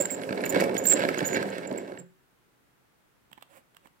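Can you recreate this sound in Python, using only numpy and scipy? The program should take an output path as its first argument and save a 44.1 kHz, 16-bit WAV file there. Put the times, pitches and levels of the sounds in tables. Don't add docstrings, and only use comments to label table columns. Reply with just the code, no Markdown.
import sys
import numpy as np
from scipy import signal
from scipy.fft import rfft, irfft
from scipy.io import wavfile

SR = 44100
rng = np.random.default_rng(int(sys.argv[2]) if len(sys.argv) > 2 else 0)


def generate_wav(sig):
    pcm = np.round(np.clip(np.atleast_2d(sig).T, -1, 1) * 32767).astype(np.int16)
    wavfile.write(sys.argv[1], SR, pcm)


N = 176400
TIME = np.arange(N) / SR

# time in seconds, level in dB.
RUMBLE_RIDE = [(0.0, -30.5), (0.08, -38.5), (0.53, -30.5), (0.55, -26.5), (0.88, -33.5), (0.95, -29.5),
               (1.01, -29.5), (1.03, -30.5), (1.2, -34), (1.22, -27), (1.27, -34.5), (1.39, -29.5),
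               (1.55, -38.5), (1.7, -37.5), (1.72, -33), (1.84, -43), (1.89, -39), (2.0, -49)]
CHATTER_RIDE = [(0, -38), (.07, -50.5), (.26, -53), (.45, -41), (.5, -41.5), (.62, -30.5), (.68, -44.5),
                (.88, -43), (1.0, -38.5), (1.12, -39.5), (1.38, -44.5), (1.5, -46.5), (1.8, -53),
                (1.88, -53), (2.0, -61)]
GRIT_RIDE = [(0, -50), (.15, -55), (.4, -53), (.55, -51), (.62, -49), (.68, -61), (.8, -52.5), (1.0, -49.5),
             (1.15, -54), (1.4, -55.5), (1.55, -56), (1.7, -65), (1.87, -63.5), (2.0, -71)]
# start in seconds, relative levels in dB of the
# wood thud, the carriage clack and the wheel tick, pitch of the struck part in Hz.
KNOCKS = [(.055, -41.5, -27, -50, 1580), (.104, -41, -32, -48, 2190), (.178, -40, -35, -52.5, 1577),
          (.218, -38, -28, -51.5, 1560), (0.236, -38, -28.5, -48.5, 3429), (0.292, -25, -24.5, -48, 2430),
          (0.3081, -16, -27.5, -52, 1380), (0.3275, -22.5, -22, -41.5, 1596), (.377, -42.5, -26, -52, 2290),
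          (0.4082, -30.5, -30, -41, 2550), (0.4392, -21.5, -20.5, -35.5, 1630),
          (.446, -26.5, -26, -39, 2690), (.463, -27, -28, -38, 2304), (0.525, -27, -25, -30.5, 1650),
          (0.547, -18, -20, -29.5, 1661), (0.551, -28.5, -28, -37, 2210), (0.5622, -9.5, -29, -35, 1700),
          (0.566, -12, -36, -41, 2290), (0.6022, -34.5, -16, -26, 1820), (0.6074, -22, -45, -18.5, 1640),
          (0.6138, -16.5, -21, -34.5, 2550), (0.623, -9.5, -24, -39.5, 1460), (0.6406, -14, -26, -25, 2270),
          (0.6954, -28.5, -28.5, -39, 2360), (0.7448, -32, -41, -31.5, 1740),
          (0.752, -20.5, -27.5, -40.5, 1930), (.768, -32, -18.5, -30, 3420), (.8, -29.5, -39, -46.5, 1830),
          (.855, -27, -21.5, -38.5, 1647), (0.9419, -17, -48, -40.5, 1532),
          (0.9951, -23.5, -18.5, -29, 1620), (1.0308, -33, -23, -43, 2450), (1.038, -9, -22.5, -36.5, 2320),
          (1.0516, -18, -20.5, -40, 1650), (1.0891, -16, -17.5, -25, 1320),
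          (1.145, -16, -25.5, -32.5, 2160), (1.1766, -21, -21.5, -39, 1640),
          (1.1912, -36.5, -17.5, -31, 1490), (1.207, -23.5, -19.5, -35, 1630),
          (1.2288, -15.5, -26, -36, 1920), (1.242, -31.5, -31.5, -47.5, 1700),
          (1.289, -35, -23.5, -29, 1990), (1.331, -20.5, -23, -44, 2090), (1.346, -28, -25.5, -39, 2110),
          (1.3666, -20, -38.5, -35, 2000), (1.3709, -16.5, -21, -32.5, 2060),
          (1.4283, -30.5, -22, -31.5, 1610), (1.456, -31.5, -31, -45, 1690),
          (1.583, -32.5, -28, -35.5, 1860), (1.7137, -29, -29.5, -48, 1760),
          (1.7276, -21.5, -57, -38.5, 1400), (1.7615, -24, -37, -44, 1400), (1.7854, -24, -34, -57, 2130),
          (1.879, -38.5, -34.5, -49, 1765), (1.921, -35, -35.5, -53, 1771), (1.975, -42.5, -36, -61, 1780)]
# start in seconds, level in dB, pitch in Hz.
LOOSE_TRACK = [(.002, -10.5, 574), (0.11, -23.5, 550), (.186, -25.5, 547), (0.448, -20, 457),
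               (.548, -20.5, 322), (0.619, -21, 376), (0.718, -21.5, 540), (0.75, -29, 280),
               (.849, -25, 236), (.918, -19.5, 375.9), (0.943, -18.5, 294), (.959, -24.5, 290),
               (1.037, -14, 511), (1.228, -27, 295), (1.323, -21.5, 383), (1.664, -30.5, 280),
               (1.719, -27.5, 268), (1.805, -27.5, 336), (1.921, -32, 372)]
# frequency in Hz, relative level in dB.
WOOD_TONE = [(30, -48), (60, -36.5), (110, -12), (180, -8), (290, -1), (440, -3), (580, -2), (720, -5.5),
             (880, -14), (1200, -20.5), (2500, -38), (8000, -82)]
CARRIAGE_TONE = [(200, -42.5), (800, -17.5), (1200, -9), (1600, 4.5), (1950, 0), (2350, -3), (3100, -10),
                 (4300, -10.5), (6000, -24), (16000, -45)]
WHEEL_TONE = [(1000, -13.5), (3000, -19.5), (5000, -0.5), (6200, -3.5), (7500, 0), (8600, 2.5), (9700, -9),
              (12500, -4.5), (15500, -15.5)]
SCRAPE_TONE = [(2000, -20.5), (4500, -8), (6300, -12.5), (7000, -3), (7900, 1), (8800, 2.5), (10000, -23),
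               (12500, -20.5), (14000, -6), (15500, -11.5)]
# pitch in Hz, relative level in dB, 60 dB decay in seconds.
TRACK_MODES = [(176.3, -3, 0.4), (194.6, 2, 0.39), (271.6, -2.5, 0.17), (375, 1, 0.49), (415, -4, 0.1474),
               (528, -0.5, .16), (582.4, -3.5, 0.31)]
# start and length in seconds, pitch in Hz, relative level in dB,
# stutter depth in dB, the octave against the fundamental in dB.
SQUEAKS = [(0.0, 0.0087, 7300, -25, 5, -14), (.0065, 0.0096, 7360, -17.5, -1, -14),
           (.018, 0.0087, 7570, -22.5, 0, -16), (0.024, 0.031, 7390, -35.5, -1, -22),
           (0.053, 0.0094, 7270, -22.5, -5, -20), (0.102, 0.025, 7430, -28, 7, -10.5),
           (0.121, 0.031, 7390, -31.5, -0.5, -17), (0.453, 0.013, 6950, -30.5, 5, 0),
           (0.492, 0.017, 7120, -25.5, 3, -4), (0.777, 0.016, 6910, -23.5, 3.5, -9.5),
           (0.786, 0.014, 7400, -40.5, -4, -17.5), (0.837, 0.015, 7270, -31.5, -0.5, -10.5),
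           (0.853, 0.018, 6970, -28.5, -4.5, 6), (0.867, 0.014, 7420, -13.5, 3.5, -16.5),
           (0.882, 0.012, 7540, -15.5, 1, -11.5), (0.895, .034, 7390, -13.5, 0, -17),
           (0.932, 0.012, 7330, -13.5, -4, -32), (1.179, 0.01, 6800, -30.5, 14, -14),
           (1.245, 0.016, 6760, -30.5, 7, -18), (1.257, 0.028, 6940, -26.5, 2, -5.5),
           (1.292, 0.042, 6990, -38, 3, -23), (1.33, 0.028, 6910, -32, 5.5, -15),
           (1.501, 0.0063, 7100, -35, 11, -22), (1.671, 0.012, 7320, -38, 19, -24),
           (1.776, 0.011, 7390, -33, 9.5, -15), (1.985, 0.02, 7440, -41, -1, -23),
           (0.222, 0.022, 10800, -48.5, 1.5, -33), (0.413, 0.01, 10800, -43, 1.5, -36)]
# pitch in Hz, level in dB, 60 dB decay in seconds.
SETTLE_MODES = [(140, -47, .4), (175, -41, .4), (364, -48, .18)]
# start in seconds, relative levels in dB of the snap and the hollow knock.
CLICKS = [(3.316, -49, -49.5), (3.3306, -38, -47), (3.378, -49.5, -42.5), (3.383, -56, -46),
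          (3.412, -51, -64), (3.4255, -36, -56), (3.433, -54, -56), (3.748, -49, -63), (3.7685, -42, -61),
          (3.858, -60, -44.5), (3.873, -48.5, -66)]
# start in seconds, level in dB.
CRISP_EDGES = [(3.3313, -30), (3.7682, -34), (3.858, -50), (3.872, -40)]
# time in seconds, level in dB.
RUB_RIDE = [(3.46, -86.5), (3.505, -57.5), (3.575, -51.5), (3.6, -61), (3.63, -81), (3.82, -71.5),
            (3.86, -55), (3.9, -82)]
HISS_RIDE = [(3.53, -86.5), (3.555, -59), (3.585, -58), (3.61, -91)]
# frequency in Hz, relative level in dB.
SNAP_TONE = [(200, -17), (950, 2.5), (1600, -1.5), (2400, -5.5), (3150, 4), (4500, -14), (6200, -23.5),
             (8100, -7.5), (10000, -23), (13000, -12), (16000, -14.5)]
CASE_TONE = [(60, -15), (170, 3.5), (280, 4), (600, -10.5), (930, 7.5), (1200, -6), (2200, -4), (4000, -42),
             (12000, -42)]
CRISP_TONE = [(500, -16), (2000, -8), (5000, -2), (10000, -3), (15000, 2)]
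RUB_TONE = [(59, -41), (100, -19.5), (264, -13.5), (347, -9), (429, -24.5), (564, -2), (614, -12.5),
            (1490, -17.5), (2750, -20.5), (5510, -36), (8230, -25), (15500, -33)]
HISS_TONE = [(2000, -20.5), (6500, -13.5), (8200, -3), (10000, -14.5), (13500, -1.5), (16000, -1.5)]
AIR_TONE = [(15, -38.5), (25, -13), (33, -8.5), (58, -2.5), (91, -8.5), (130, 2), (165, -4), (291, -3.5),
            (604, -8.5), (654, -9), (1510, -9.5), (5090, -23), (15800, -24)]
# frequency in Hz, left-right correlation (negatives count as zero).
AIR_LIKENESS = [(60, 0.042), (240, 0.14), (950, -0.09), (3770, -0.04), (15000, 0.01)]
# frequency in Hz, 60 dB decay in seconds.
ROOM_T60 = [(150, 0.47), (500, 0.27), (2000, 0.4), (7500, 0.24), (15000, 0.17)]

BUMPS_PER_S, BUMP_SPREAD_DB = 1300, 3
PART_TAPS_PER_S, PART_SPREAD_DB, PART_CYCLES = 270, 2.5, 22
CLUMP_RATE_HZ = 24
STOP_S, STOP_DB_PER_S = 2.007, 379.5


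def from_db(db):
    return 10 ** (np.asarray(db) / 20)


def rms_one(x):
    return x / np.sqrt(np.mean(x ** 2) + 1e-20)


def ride(rows):
    return from_db(np.interp(TIME, *np.transpose(rows)))


def running(rows):
    return ride(rows) * from_db(-STOP_DB_PER_S * np.maximum(TIME - STOP_S, 0))


def at_hz(points, hz):
    f, value = np.transpose(points)
    return np.interp(np.log(np.maximum(hz, 1)), np.log(f), value)


def drift(rate_hz):
    r = np.exp(-2 * np.pi * rate_hz / SR)
    return rms_one(signal.lfilter([1], [1, -2 * r, r * r], rng.standard_normal(2 * N))[N:])


def through(force, tone, size=4096):
    hz = np.arange(size // 2 + 1) * SR / size
    cepstrum = irfft(np.log(from_db(at_hz(tone, hz))))
    cepstrum[1:size // 2] *= 2
    cepstrum[size // 2 + 1:] = 0
    tap = irfft(np.exp(rfft(cepstrum)))
    return signal.fftconvolve(force, tap / np.abs(tap).max())[:N]


def ring(force, hz, t60):
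    r, w = from_db(-60 / (t60 * SR)), 2 * np.pi * hz / SR
    return signal.lfilter([1, 0, -1], [1, -2 * r * np.cos(w), r * r], force)


def grains(per_s, spread_db):
    sizes = from_db(spread_db * np.minimum(rng.exponential(1, N), 4))
    return sizes * rng.choice([-1, 1], N) * (rng.random(N) < per_s / SR)


def blows(times, peaks_db, scuff_db, scuff_s=0.0012, rise_s=0.0015, size=1024):
    force, lead = np.zeros(N + size), size // 4
    t = TIME[:size] - TIME[lead]
    scuff = from_db(scuff_db) * np.exp(-np.maximum(t / scuff_s, -t / rise_s))
    for s, db in zip(times, peaks_db):
        blow = scuff * rng.standard_normal(size)
        blow[lead] = 1
        start = int(s * SR) - lead
        force[start:start + size] += from_db(db) * blow
    return force[:N]


def struck(times, levels_db, pitches, cycles, rise_s):
    out = np.zeros(N)
    for start, db, hz in zip(times, levels_db, pitches):
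        on = (TIME > start) & (TIME < start + cycles / hz)
        t = TIME[on] - start
        envelope = from_db(db - 60 * t * hz / cycles) * (1 - np.exp(-t / rise_s))
        out[on] += envelope * np.sin(2 * np.pi * hz * t)
    return out


def track():
    starts, thud_db, _, _, _ = np.transpose(KNOCKS)
    bumps = rms_one(through(grains(BUMPS_PER_S, BUMP_SPREAD_DB), WOOD_TONE))
    thuds = through(blows(starts, thud_db - 1.5, scuff_db=-23), WOOD_TONE)
    hollows = struck(*np.transpose(LOOSE_TRACK), cycles=16, rise_s=0.0016)
    wood = running(RUMBLE_RIDE) * bumps + thuds + hollows
    rings = sum(from_db(db) * rms_one(ring(wood, hz, t60)) for hz, db, t60 in TRACK_MODES)
    return wood + from_db(-9.5) * wood.std() * rms_one(rings)


def carriages():
    starts, _, clack_db, _, _ = np.transpose(KNOCKS)
    rattle = grains(per_s=1400, spread_db=2.5) * from_db(6.5 * drift(CLUMP_RATE_HZ))
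    clacks = through(blows(starts, clack_db - 4.5, scuff_db=-9), CARRIAGE_TONE)
    return from_db(4) * running(CHATTER_RIDE) * rms_one(through(rattle, CARRIAGE_TONE)) + clacks


def small_parts(low_hz=1400, high_hz=3000, count=14):
    taps = grains(PART_TAPS_PER_S, PART_SPREAD_DB)
    part_hit = rng.integers(0, count, N)
    trickle = 1e-18 * (-1) ** (np.arange(N) // 2)
    rattle = sum(ring(taps * (part_hit == part) + trickle, hz, PART_CYCLES / hz) / hz
                 for part, hz in enumerate(np.geomspace(low_hz, high_hz, count)))
    starts, _, clack_db, _, part_hz = np.transpose(KNOCKS)
    pings = struck(starts, clack_db + 3, part_hz, PART_CYCLES, rise_s=0.00031)
    return from_db(-5) * running(CHATTER_RIDE) * rms_one(rattle) + pings


def wheels():
    starts, _, _, tick_db, _ = np.transpose(KNOCKS)
    grit = grains(per_s=1500, spread_db=3) * from_db(1.5 * drift(CLUMP_RATE_HZ))
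    ticks = through(blows(starts, tick_db + 2.5, scuff_db=-11), WHEEL_TONE)
    return running(GRIT_RIDE) * rms_one(through(grit, WHEEL_TONE)) + ticks


def far_carriages():
    rumble = rms_one(through(grains(BUMPS_PER_S, BUMP_SPREAD_DB), WOOD_TONE))
    chatter = rms_one(through(grains(PART_TAPS_PER_S, PART_SPREAD_DB), CARRIAGE_TONE))
    return from_db(-7.5) * running(RUMBLE_RIDE) * rumble + from_db(-7) * running(CHATTER_RIDE) * chatter


def axle_squeaks(arch_hz=200, wobble_hz=80, rasp_radians=0.26, edge_s=0.003):
    wobble, stutter, rasp = drift(220), drift(220), drift(450)
    scrape = from_db(-22) * rms_one(through(rng.standard_normal(N), SCRAPE_TONE))
    out = np.zeros(N)
    for start, length, hz, db, stutter_db, octave_db in SQUEAKS:
        on = (TIME > start) & (TIME < start + length)
        t = TIME[on] - start
        arch = np.sin(np.pi * t / length) - 2 / np.pi
        pitch = hz + arch_hz * arch + wobble_hz * wobble[on]
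        phase = 2 * np.pi * np.cumsum(pitch) / SR + rasp_radians * rasp[on]
        tone = np.sin(phase) + from_db(octave_db) * np.sin(2 * phase) + scrape[on]
        edges = np.clip(np.minimum(t, length - t) / edge_s, 0, 1)
        flutter = rms_one(from_db(stutter_db * np.tanh(stutter[on])))
        out[on] += from_db(db + 2) * np.sin(np.pi / 2 * edges) ** 2 * flutter * tone
    return out


def settling(start_s=1.985, rise_s=0.0084):
    t = np.maximum(TIME - start_s, 0)
    hum = sum(from_db(db - 60 * t / t60) * np.sin(2 * np.pi * hz * t) for hz, db, t60 in SETTLE_MODES)
    return hum * np.minimum(t / rise_s, 1)


def still_air(level_db=-69.5):
    hz = np.arange(N // 2 + 1) * SR / N
    mid, side = rfft(rng.standard_normal((2, N))) * from_db(at_hz(AIR_TONE, hz))
    alike = np.clip(at_hz(AIR_LIKENESS, hz), 0, 1)
    mid, side = irfft(mid * np.sqrt(1 + alike)), irfft(side * np.sqrt(1 - alike))
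    return from_db(level_db) * np.array([mid + side, mid - side]) / mid.std()


def handling_clicks(scuff_s=0.0019):
    starts, snap_db, knock_db = np.transpose(CLICKS)
    snaps = through(blows(starts, snap_db + 7, scuff_db=-13, scuff_s=scuff_s), SNAP_TONE)
    knocks = through(blows(starts, knock_db, scuff_db=-11, scuff_s=scuff_s), CASE_TONE)
    crisp = through(blows(*np.transpose(CRISP_EDGES), scuff_db=-29), CRISP_TONE)
    return snaps + knocks + crisp


def handling_rubs():
    rub = rms_one(through(grains(per_s=4500, spread_db=-0.5), RUB_TONE))
    hiss = rms_one(through(rng.standard_normal(N), HISS_TONE))
    return ride(RUB_RIDE) * rub + ride(HISS_RIDE) * hiss


def room_tails(rise_s=0.0024, size=22050, bands=9):
    hz = np.arange(size // 2 + 1) * SR / size
    centres = np.geomspace(80, 16000, bands)
    white, tails = rfft(rng.standard_normal((2, size))), 0
    for centre, share in zip(centres, np.eye(bands)):
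        band = irfft(white * at_hz(np.column_stack([centres, share]), hz))
        tails = tails + band * from_db(-60 * TIME[:size] / at_hz(ROOM_T60, centre))
    return rms_one(tails * np.minimum(TIME[:size] / rise_s, 1)) / np.sqrt(size)


def place(x, tails, left_db, room_db, lag_s=0.000385):
    left = from_db(left_db) * np.concatenate([np.zeros(round(lag_s * SR)), x])[:N]
    room = signal.fftconvolve(x[None], tails, axes=1)[:, :N]
    return np.array([left, x]) + from_db(room_db) * room


def near_echoes(pair, level_db=-9.5, delay_s=0.0015, decay_s=0.0027, low_cut_hz=600, size=1024):
    t = TIME[:size]
    scatter = rng.standard_normal((2, size)) * np.exp(-t / decay_s) * (t > delay_s)
    low_cut = signal.butter(2, low_cut_hz, "high", fs=SR, output="sos")
    echoes = signal.sosfilt(low_cut, rms_one(scatter)) / np.sqrt(size)
    return pair + from_db(level_db) * signal.fftconvolve(pair, echoes, axes=1)[:, :N]


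def scene():
    tails = room_tails()
    rolling = (far_carriages()
               + place(track() + settling(), tails, left_db=-4.5, room_db=-15)
               + place(carriages() + small_parts(), tails, left_db=-8, room_db=-15)
               + place(wheels(), tails, left_db=-22, room_db=-10))
    train = near_echoes(rolling) + place(axle_squeaks(), tails, left_db=-14, room_db=-16)
    handling = place(handling_clicks() + handling_rubs(), tails, left_db=-12, room_db=-16)
    return train + handling + still_air()


def record(dry):
    return signal.sosfilt(signal.ellip(10, .2, 80, 15900, fs=SR, output="sos"), dry)


dry = scene()
out = record(dry)
generate_wav(out)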